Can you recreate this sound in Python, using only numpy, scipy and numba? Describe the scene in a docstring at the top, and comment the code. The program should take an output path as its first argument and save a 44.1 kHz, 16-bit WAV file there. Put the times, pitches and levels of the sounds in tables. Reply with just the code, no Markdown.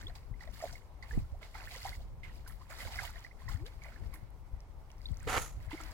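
"""A dog paddles along a pond bank a few metres below a hand-held phone. From the start, wind buffets
the two microphone ports separately over a distant roar of traffic and air. Each stroke throws up
hissing spray and froth; drops tick, air pockets gulp, bubbles plink, paws and tail slap the water.
At 5.3 s the dog snorts water from its nose, and a last few splashes follow."""
import sys
import numpy as np
from scipy import signal
from scipy.fft import rfft, irfft, next_fast_len
from scipy.io import wavfile
from scipy.ndimage import uniform_filter1d, map_coordinates
from numba import njit

SR = 44100
rng = np.random.default_rng(int(sys.argv[2]) if len(sys.argv) > 2 else 0)


def wrap_up_sound(samples):
    """Save the sound to the file named by the first command line argument, as 16-bit audio."""
    columns = np.atleast_2d(samples).T
    # keep every value between -1 and 1, then stretch to whole-number steps
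    tamed = np.clip(columns, -1, 1)
    steps = np.round(tamed * 32767).astype(np.int16)
    wavfile.write(sys.argv[1], SR, steps)


N = 261513
T = np.arange(N) / SR


def undb(db):
    return 10 ** (np.asarray(db) / 20)


def level(x, rms_db):
    return x * undb(rms_db) / np.sqrt(np.mean(x ** 2))


def colour(x, points, scale=1):
    """Filter by (f/Hz, gain/dB) points, the dB multiplied by scale."""
    hz, db = np.transpose(points)
    size = next_fast_len(N)
    bins_hz = np.maximum(np.arange(size // 2 + 1) * SR / size, 1)
    gain = undb(scale * np.interp(np.log(bins_hz), np.log(hz), db))
    return irfft(rfft(x, size) * gain, size)[..., :N]


def band(x, lo_hz, hi_hz, order=2):
    sos = signal.butter(order, [lo_hz, min(hi_hz, .45 * SR)], "band", fs=SR, output="sos")
    return signal.sosfilt(sos, x)


def walk(rate_hz):
    """Random steps, smoothed twice."""
    hold = int(SR / rate_hz)
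    steps = np.repeat(rng.standard_normal(N // hold + 1), hold)
    return 0.59 * uniform_filter1d(uniform_filter1d(steps, hold), hold)[:N]


def pair(correlation):
    """Left and right white noise, partly alike."""
    mid, side = rng.standard_normal((2, N))
    alike = np.clip(correlation, 0, 1)
    return np.sqrt((1 + alike) / 2) * mid + np.sqrt((1 - alike) / 2) * np.array([side, -side])


@njit
def sum_rings(size, start, hz, t60_s, glide, attack_s, gain):
    out = np.zeros(size)
    for k in range(len(start)):
        phase, length = 0., int(t60_s[k] * SR)
        for i in range(min(length, size - start[k])):
            age = i / length
            phase += 2 * np.pi * hz[k] * glide[k] ** age / SR
            onset = 1 - np.exp(-i / (attack_s[k] * SR))
            out[start[k] + i] += gain[k] * np.sin(phase) * 1000. ** -age * onset
    return out


def rings(t_s, hz, t60_s, glide, attack_s, gain):
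    """Damped sines; pitch moves by the factor glide within t60_s."""
    t_s, *rest = np.broadcast_arrays(np.atleast_1d(t_s), hz, t60_s, glide, attack_s, gain)
    start = (np.maximum(t_s, 0) * SR).astype(np.int64)
    return sum_rings(N, start, *(np.array(column, float) for column in rest))


def swell_db(crest_s, rise_s, hold_s, fall_db_per_s):
    """Climb 20 dB per rise_s to 0 dB, hold, fall."""
    before_db = 20 * (crest_s - T) / rise_s
    after_db = fall_db_per_s * (T - crest_s - hold_s)
    return -np.maximum(0, np.maximum(before_db, after_db))


def wind():
    """Turbulence on each port: two rumble bands, driven by the summed power of breeze and buffets."""
    # t/s, level/dB, left minus right/dB
    breeze = [(0, -51.5, 7), (0.7, -54, 7), (1.05, -52, 4.5), (1.45, -54, 4), (2.0, -47, 0.5),
              (2.75, -54, 5.5), (3.3, -54, 5), (3.9, -52, 4.5), (4.4, -54, 4), (4.9, -55, 1.5),
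              (5.2, -50, 5), (5.93, -53, 11)]
    # crest t/s, width/s, level/dB, left minus right/dB
    buffets = [(0.065, 0.06, -45.5, 8), (0.331, 0.024, -48, 15), (0.51, 0.044, -50, 16.5),
               (0.7, 0.037, -48, 8), (1.169, 0.032, -32, 0), (1.234, 0.024, -43.5, -10),
               (1.35, .04, -55, -6), (2.15, 0.037, -54.5, -9), (2.86, 0.024, -48, -12),
               (3.0, 0.073, -46.5, -2.5), (3.179, 0.015, -50.5, 8), (3.51, 0.059, -45.5, 14.5),
               (3.63, 0.02, -42, 7), (4.06, 0.045, -42, 7), (4.235, 0.018, -46.5, 9), (4.37, 0.016, -56, 8),
               (4.542, 0.029, -49, 4), (4.76, 0.055, -53, 5), (5.12, 0.032, -49, 26.5),
               (5.33, 0.11, -44, 7), (5.58, 0.057, -46.5, -4), (5.68, 0.011, -52, 15),
               (5.88, 0.051, -53.5, 9)]
    sides = np.array([[.5], [-.5]])
    t_s, *columns = np.transpose(breeze)
    db, pan_db = (np.interp(T, t_s, column) for column in columns)
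    power = undb(db + sides * pan_db) ** 2
    for t_s, width_s, db, pan_db in buffets:
        power += undb(db + sides * pan_db) ** 2 * np.exp(-((T - t_s) / width_s) ** 2)
    deep = level(band(pair(0.53), 23.1, 66.5), 2.3) * undb([4.2 * walk(30), 0.56 * walk(30)])
    upper = level(band(pair(0.4), 95.4, 135.7), -10.67) * undb([3.5 * walk(24.31), 6.3 * walk(34)])
    upper = signal.sosfilt(signal.butter(2, 240, fs=SR, output="sos"), upper)
    return (deep + upper) * np.sqrt(power)


def distant_roar():
    """Traffic and air: octave bands that drift alone, alike on both ports only in the bass."""
    # f/Hz, gain/dB
    spectrum = [(88, -19), (150, -7.5), (286, -7.5), (662, -7.5), (941, -7.5), (1100, -10.5), (1450, -17.5),
                (1870, -34), (2220, -25), (3620, -27), (5460, -27), (6910, -31), (16000, -32.5)]
    roar = 0
    for hz in 150 * 2. ** np.arange(7):
        roar += band(pair(350 / hz), hz, 2 * hz) * undb(0.27 * walk(4.95) + 3.6 * walk(40))
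    return level(colour(roar, spectrum), -64.5)


def swarm(lo_hz, hi_hz, cycles, spread_db, count):
    """Small bubbles of scattered size at random times; unit RMS."""
    when, pitch = rng.random((count, 2)).T
    hz = lo_hz * (hi_hz / lo_hz) ** pitch
    db = spread_db * np.clip(rng.standard_normal(count), -2, 2)
    return level(rings(when * N / SR, hz, cycles / hz, 1.03, 0.28 / hz, undb(db)), 0)


def paddling():
    """Each stroke throws up droplet spray and churns in froth bubbles, adding power to calm water."""
    # crest t/s, rise/s, hold/s, spray/dB, froth/dB
    strokes = [(0.0, .01, 0.013, -59, -53), (0.08, 0.0092, 0.005, -72, -59), (0.156, 0.015, 0, -63, -58.5),
               (0.43, 0.056, 0, -62.5, -54), (0.536, 0.032, 0.042, -58.5, -62),
               (0.625, 0.087, 0.036, -55, -50.5), (0.73, 0.036, 0, -61.5, -66), (1.032, .01, 0, -69, -55),
               (1.093, 0.055, 0.089, -61.5, -58.5), (1.421, 0.016, 0, -62.5, -53.5),
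               (1.547, 0.014, .07, -63, -52), (1.769, 0.3, 0.0081, -51.5, -52),
               (1.842, .05, 0.068, -52, -52.5), (2.24, 0.0096, 0, -68, -55), (2.36, 0.14, 0.022, -66, -68),
               (2.476, 0.0096, 0.0033, -59.5, -55.5), (2.626, 0.031, 0, -71, -73),
               (2.702, .01, 0.13, -60.5, -52.5), (2.787, 0.061, 0.076, -54.5, -53),
               (3.023, 0.33, 0.024, -49.5, -45.5), (3.16, 0.14, 0.05, -64, -57),
               (3.413, 0.11, 0.046, -68, -62.5), (3.49, 0.0067, 0.0098, -54.5, -50.5),
               (3.66, 0.026, 0.0041, -61.5, -56), (3.83, .05, 0.092, -66.5, -58),
               (3.992, 0.074, .08, -73, -66.5), (4.137, 0.045, 0, -65.5, -55),
               (4.92, 0.027, 0.0074, -74, -65.5), (5.055, 0.14, 0.029, -66.5, -72),
               (5.26, .2, 0.09, -62.5, -59), (5.524, 0.0083, 0.093, -78, -82),
               (5.62, 0.074, 0.25, -68.5, -61.5), (5.705, 0.019, 0.21, -60.5, -53)]
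    # spray hiss as coloured by the phone's microphone: f/Hz, gain/dB
    spray_at_mic = [(1470, -10), (2500, -28.5), (2770, -9.5), (3890, -8), (4650, -4), (5690, -9),
                    (7420, -1), (9150, -9.5), (10000, -15.5), (10700, -8), (11900, -10.5), (13000, 1),
                    (14000, -2), (15200, 3.5), (16000, 7)]
    spray_power, froth_power = undb(-88) ** 2, undb(-70) ** 2  # calm water
    for t_s, rise_s, hold_s, spray_db, froth_db in strokes:
        spray_power += undb(spray_db + swell_db(t_s, rise_s, hold_s, fall_db_per_s=151)) ** 2
        froth_power += undb(froth_db + swell_db(t_s, rise_s, hold_s, fall_db_per_s=158)) ** 2
    noise = pair(0.03)
    clumps_db = 4 * walk(45)  # drops land in clumps
    low_hiss = band(noise, 2400, 5720) * undb(clumps_db + 4.5 * walk(60))
    high_hiss = band(noise, 9140, 11700) * undb(clumps_db + 2.5 * walk(60))
    spatter = 0.6 * swarm(8000, 15500, cycles=5, spread_db=5, count=1600)
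    spatter += 1.5 * swarm(2500, 6000, cycles=30, spread_db=6, count=1200)
    spray = level(low_hiss + high_hiss, 0) + undb(-5) * spatter
    spray = level(colour(spray, spray_at_mic), 1)
    small = swarm(1313, 2670, cycles=24, spread_db=10.6, count=2200)
    large = swarm(622, 1220, cycles=38, spread_db=6.6, count=1000)
    trapped_db = np.clip(10 * np.log10(spray_power) + 72, -15, 0) - 9  # calm water traps few bubbles
    wash = level(band(pair(0.067), 640, 2060) * undb(clumps_db), -5.5)
    froth = undb(trapped_db) * (small + large) + wash
    return np.sqrt(spray_power) * spray + np.sqrt(froth_power) * froth


def tick(t_s, db, hz):
    """A drop's impact clicks, then its crater rings."""
    click = rings(t_s, 10100, t60_s=0.00057, glide=1, attack_s=.00003, gain=undb(db))
    crater = rings(t_s, hz, t60_s=20 / hz, glide=1.06, attack_s=.0001, gain=undb(db))
    return click + crater


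def drips():
    """Single drops hit the surface."""
    # t/s, level/dB, f/Hz
    drops = [(0.0149, -40.5, 6700), (0.475, -48, 3660), (0.545, -48, 3800), (0.565, -50, 3500),
             (1.74, -46, 4500), (1.77, -40, 3300), (1.8517, -43, 7680), (2.4907, -39, 10700),
             (2.5094, -45, 10360), (2.33, -52, 4300), (2.7034, -46, 7260), (3.5432, -40.5, 7070),
             (3.837, -38.5, 6400), (3.962, -46, 12500), (4.305, -49, 11000), (4.6049, -43.5, 5530),
             (4.903, -46, 2900), (4.9163, -42, 5730), (4.982, -50, 5500), (5.017, -45, 4570),
             (5.0569, -50, 3820), (5.099, -56, 4500), (5.118, -46, 8020), (5.1432, -45, 4500),
             (5.1712, -37.5, 6020), (5.2017, -41, 6410), (5.23, -37, 8500), (5.8132, -35, 7410)]
    return tick(*np.transpose(drops))


def gulps():
    """Air pockets close; most sweep up in pitch."""
    # t/s, length/s, start f/Hz, end f/Hz, level/dB
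    pockets = [(0.032, 0.064, 259, 572, -56), (1.129, .03, 450, 535, -55), (1.33, 0.027, 500, 840, -55),
               (2.799, 0.0448, 523.6, 802, -53.5), (3.554, 0.13, 239, 566, -56),
               (3.92, 0.11, 211.5, 468, -60.5), (4.139, 0.065, 308, 349, -63), (5.73, 0.022, 290, 335, -41),
               (5.802, 0.062, 310, 308, -54.5)]
    wobble = undb(6 * walk(70))
    waver = 1 + .06 * walk(90)
    out = np.zeros(N)
    for t_s, length_s, start_hz, end_hz, db in pockets:
        age = np.clip((T - t_s) / length_s, 0, 1)
        hz = waver * (start_hz + (end_hz - start_hz) * age ** 1.8)
        envelope = undb(db) * wobble * np.sin(np.pi * age) ** 0.09
        out += envelope * np.sin(2 * np.pi * np.cumsum(hz) / SR)
    return out


def bubbles():
    """Lone bubbles ring and rise in pitch; three smaller or larger ones break off each."""
    # t/s, level/dB, f/Hz
    plinks = [(0.07, -26.5, 3360), (0.097, -39.5, 680), (0.34, -49, 2000), (0.409, -37.5, 1900),
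              (0.425, -42.5, 850), (0.475, -36, 643), (0.477, -44.5, 1910), (0.607, -40, 1200),
              (0.626, -25.5, 647), (0.64, -19.5, 650), (0.731, -42, 670), (0.755, -39, 2130),
              (1.027, -36, 1980), (1.111, -29.5, 1697), (1.426, -46, 480), (1.551, -32.5, 825),
              (1.553, -34, 1310), (1.553, -37, 2040), (1.585, -39, 750), (1.624, -39, 860),
              (1.674, -34.5, 1790), (1.752, -36, 1910), (1.762, -39.5, 518), (1.817, -41, 1970),
              (1.853, -22, 773), (1.877, -35.5, 1890), (1.894, -43.5, 560), (1.93, -37, 2050),
              (2.002, -43, 685), (2.234, -37.5, 2060), (2.248, -39, 2150), (2.257, -42.5, 1990),
              (2.297, -44.5, 1860), (2.4645, -37.5, 1490), (2.477, -43, 1000), (2.509, -45, 1300),
              (2.613, -39, 1006), (2.696, -48, 770), (2.721, -36, 1410), (2.805, -33.5, 1945),
              (2.853, -37, 545), (2.873, -38, 1070), (2.989, -25, 2055), (2.991, -23.5, 1570),
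              (3.035, -31, 920), (3.16, -37.5, 1830), (3.248, -33.5, 1905), (3.312, -44.5, 2010),
              (3.419, -40.5, 1006), (3.481, -34.5, 1890), (3.487, -31.5, 1026), (3.518, -40, 804),
              (3.52, -43, 1690), (3.544, -43, 1260), (3.82, -41, 2220), (3.845, -38.5, 1990),
              (3.86, -40, 628), (3.885, -42, 606), (3.961, -40, 1700), (4.135, -41, 1090),
              (5.058, -24.5, 3630), (5.205, -49, 1870), (5.227, -43, 1530), (5.272, -24.5, 440),
              (5.714, -31, 945), (5.717, -36, 2010), (5.777, -36.5, 2110), (5.804, -33, 1300),
              (5.815, -42, 2120), (5.895, -41, 950)]
    t_s, db, hz = np.transpose(plinks)
    t60_s = 0.028 * (hz / 1000) ** -0.42  # smaller bubbles die sooner
    glide = 1.095
    out = rings(t_s - .0015, hz, t60_s, glide, attack_s=0.11 * t60_s, gain=undb(db))
    for delay, pitch in rng.random((len(t_s), 3, 2)).transpose(1, 2, 0):
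        split_s = t_s + 0.00297 + 0.027 * delay
        split_hz = hz * 1.49 ** (pitch - .45)
        split_db = db - 5.5 - 8.8 * delay
        out += rings(split_s, split_hz, 0.54 * t60_s, glide, attack_s=0.0013, gain=undb(split_db))
    return out


def slaps():
    """Paws and tail hit the water: a sharp burst, a lower and shorter hollow, a first drop's tick."""
    # t/s, level/dB, t60/s, centre f/Hz, tick/dB
    hits = [(0.153, -47, 0.064, 4400, -52), (0.404, -52.5, 0.2, 4300, -53), (0.62, -55, 0.68, 6800, -35.5),
            (0.7273, -46.5, 0.079, 5460, -35.5), (1.025, -49.5, 0.084, 4360, -55),
            (1.4282, -52, 0.16, 3640, -50), (1.545, -49, 0.29, 4160, -52), (1.707, -48.5, 0.58, 2650, -47),
            (1.893, -53, 0.055, 4140, -31), (2.2328, -53, 0.45, 2770, -60),
            (2.477, -49, 0.26, 11300, -34.5), (2.694, -53, 0.23, 7000, -52), (3.24, -55, 0.22, 4800, -57),
            (3.486, -48, 0.052, 4780, -51), (3.6633, -47, 0.072, 3520, -40), (4.139, -46, 0.13, 11200, -45),
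            (5.7085, -48.5, 0.23, 2940, -50), (5.7304, -41.5, 0.038, 3000, -48),
            (5.836, -44, 0.026, 5450, -41)]
    size = int(.25 * SR)
    age_s = T[:size]
    out = np.zeros((2, N))
    for t_s, db, t60_s, hz, tick_db in hits:
        burst = band(pair(0.15)[:, :size], hz / 1.13, hz * 1.15, order=1)
        burst *= undb(2.8 * walk(102)[:size])
        burst = level(burst, db - 6) * 1000. ** (-age_s / t60_s)
        hollow = band(pair(0.43)[:, :size], 900, 2300, order=1)
        hollow = level(hollow, db - 18) * 1000. ** (-age_s / (0.1 * t60_s))
        start = int(t_s * SR)
        out[:, start:start + size] += (burst + hollow)[:, :N - start]
        out += tick(t_s, tick_db, hz)
    return out


def eddies():
    """Single eddies thump the left port, then the right."""
    # t/s, level at the louder port/dB, f/Hz, left minus right/dB
    thumps = [(0.312, -22.5, 102, 28), (1.148, -38, 105, 9), (1.1737, -10.5, 168, 1), (1.218, -20, 84, -9),
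              (1.32, -20, 74.5, -9), (2.848, -23, 75.6, -14), (3.46, -27, 92, 18), (3.546, -16.5, 90.5, 30),
              (3.615, -26, 94.6, 16), (4.023, -23, 89.6, 17), (4.529, -19.5, 55.4, 9),
              (5.11, -14.5, 88, 35), (5.264, -20.5, 118, 21), (5.368, -42, 110, 3), (5.564, -24, 81, -26),
              (5.677, -26, 85.6, 20)]
    t_s, db, hz, pan_db = np.transpose(thumps)
    ports = []
    for lag_s, side_db in ((0, pan_db), (0.00318, -pan_db)):
        gain = undb(db + np.minimum(0, side_db))
        ports.append(rings(t_s + lag_s, hz, t60_s=5.56 / hz, glide=0.75, attack_s=0.41 / hz, gain=gain))
    return np.array(ports)


def airflow(peaks, sputter, correlation):
    """Sputtering noise in parallel bands; unit RMS."""
    out = 0
    for hz, width_hz, db in peaks:
        jet = pair(correlation) * sputter
        out += level(band(jet, hz - width_hz / 2, hz + width_hz / 2, order=1), db)
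    return level(out, 0)


def snort():
    """A wet jet through the nose blows ever harder, breaks off and trails away, with hiss above it."""
    # resonances: f/Hz, width/Hz, level/dB
    nose = [(290, 350, -7), (487, 46, -8), (820, 210, -1), (1316, 120, -1), (1820, 220, -10),
            (2700, 1100, -7)]
    # snort hiss, with the microphone's treble peaks near 11 and 13 kHz: f/Hz, width/Hz, level/dB
    hiss_at_mic = [(3840, 1300, -9), (6700, 820, 1), (8350, 510, -11), (10880, 200, -4),
                   (13100, 1600, -7.5)]
    start_s, blow_s = 5.269, .113
    jet_rise_s, hiss_rise_s, hiss_extra_s = .008, .03, .04
    progress = (T - start_s) / blow_s
    jet_db = -35 + np.where(progress < 1, 6 * np.maximum(progress, 0) ** 2, -3)
    jet_db += swell_db(start_s + jet_rise_s, jet_rise_s, blow_s - jet_rise_s, fall_db_per_s=187)
    hiss_hold_s = blow_s - hiss_rise_s + hiss_extra_s
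    hiss_db = -43.5 + swell_db(start_s + hiss_rise_s, hiss_rise_s, hiss_hold_s, fall_db_per_s=200)
    sputter = undb(4.5 * walk(350) + 1.2 * walk(80))
    jet = undb(jet_db) * airflow(nose, sputter, correlation=0.63)
    hiss = undb(hiss_db) * airflow(hiss_at_mic, sputter, correlation=0.12)
    return (progress > 0) * (jet + hiss)


def phone_body(left, right):
    """The duct behind the right port rings; the body colours the two ports oppositely."""
    # f/Hz, left-right contrast before scaling/dB
    shading = [(60, 17), (110, -31), (200, 0), (380, -1), (700, -2.5), (1290, -4), (2380, -2), (4400, 2),
               (8120, -0.5), (15000, -8.5)]
    duct_hz, width_hz = 2122, 350
    duct = undb(4.1) * band(right, duct_hz - width_hz / 2, duct_hz + width_hz / 2, order=1)
    return np.array([colour(left, shading, scale=0.96), colour(right + duct, shading, scale=-0.29)])


def scene():
    water = paddling() + slaps() + drips() + bubbles() + gulps()
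    right_lag_s = .00011  # the water is nearer the left port
    water[1] = map_coordinates(water[1], [np.arange(N) - right_lag_s * SR], order=3)
    left, right = water + snort()
    return phone_body(left, right) + distant_roar() + wind() + eddies()


def record(dry):
    """The phone cuts the top."""
    top_hz = 15900
    return signal.sosfilt(signal.ellip(10, .2, 70, top_hz, fs=SR, output="sos"), dry)


dry = scene()
out = record(dry)
wrap_up_sound(out)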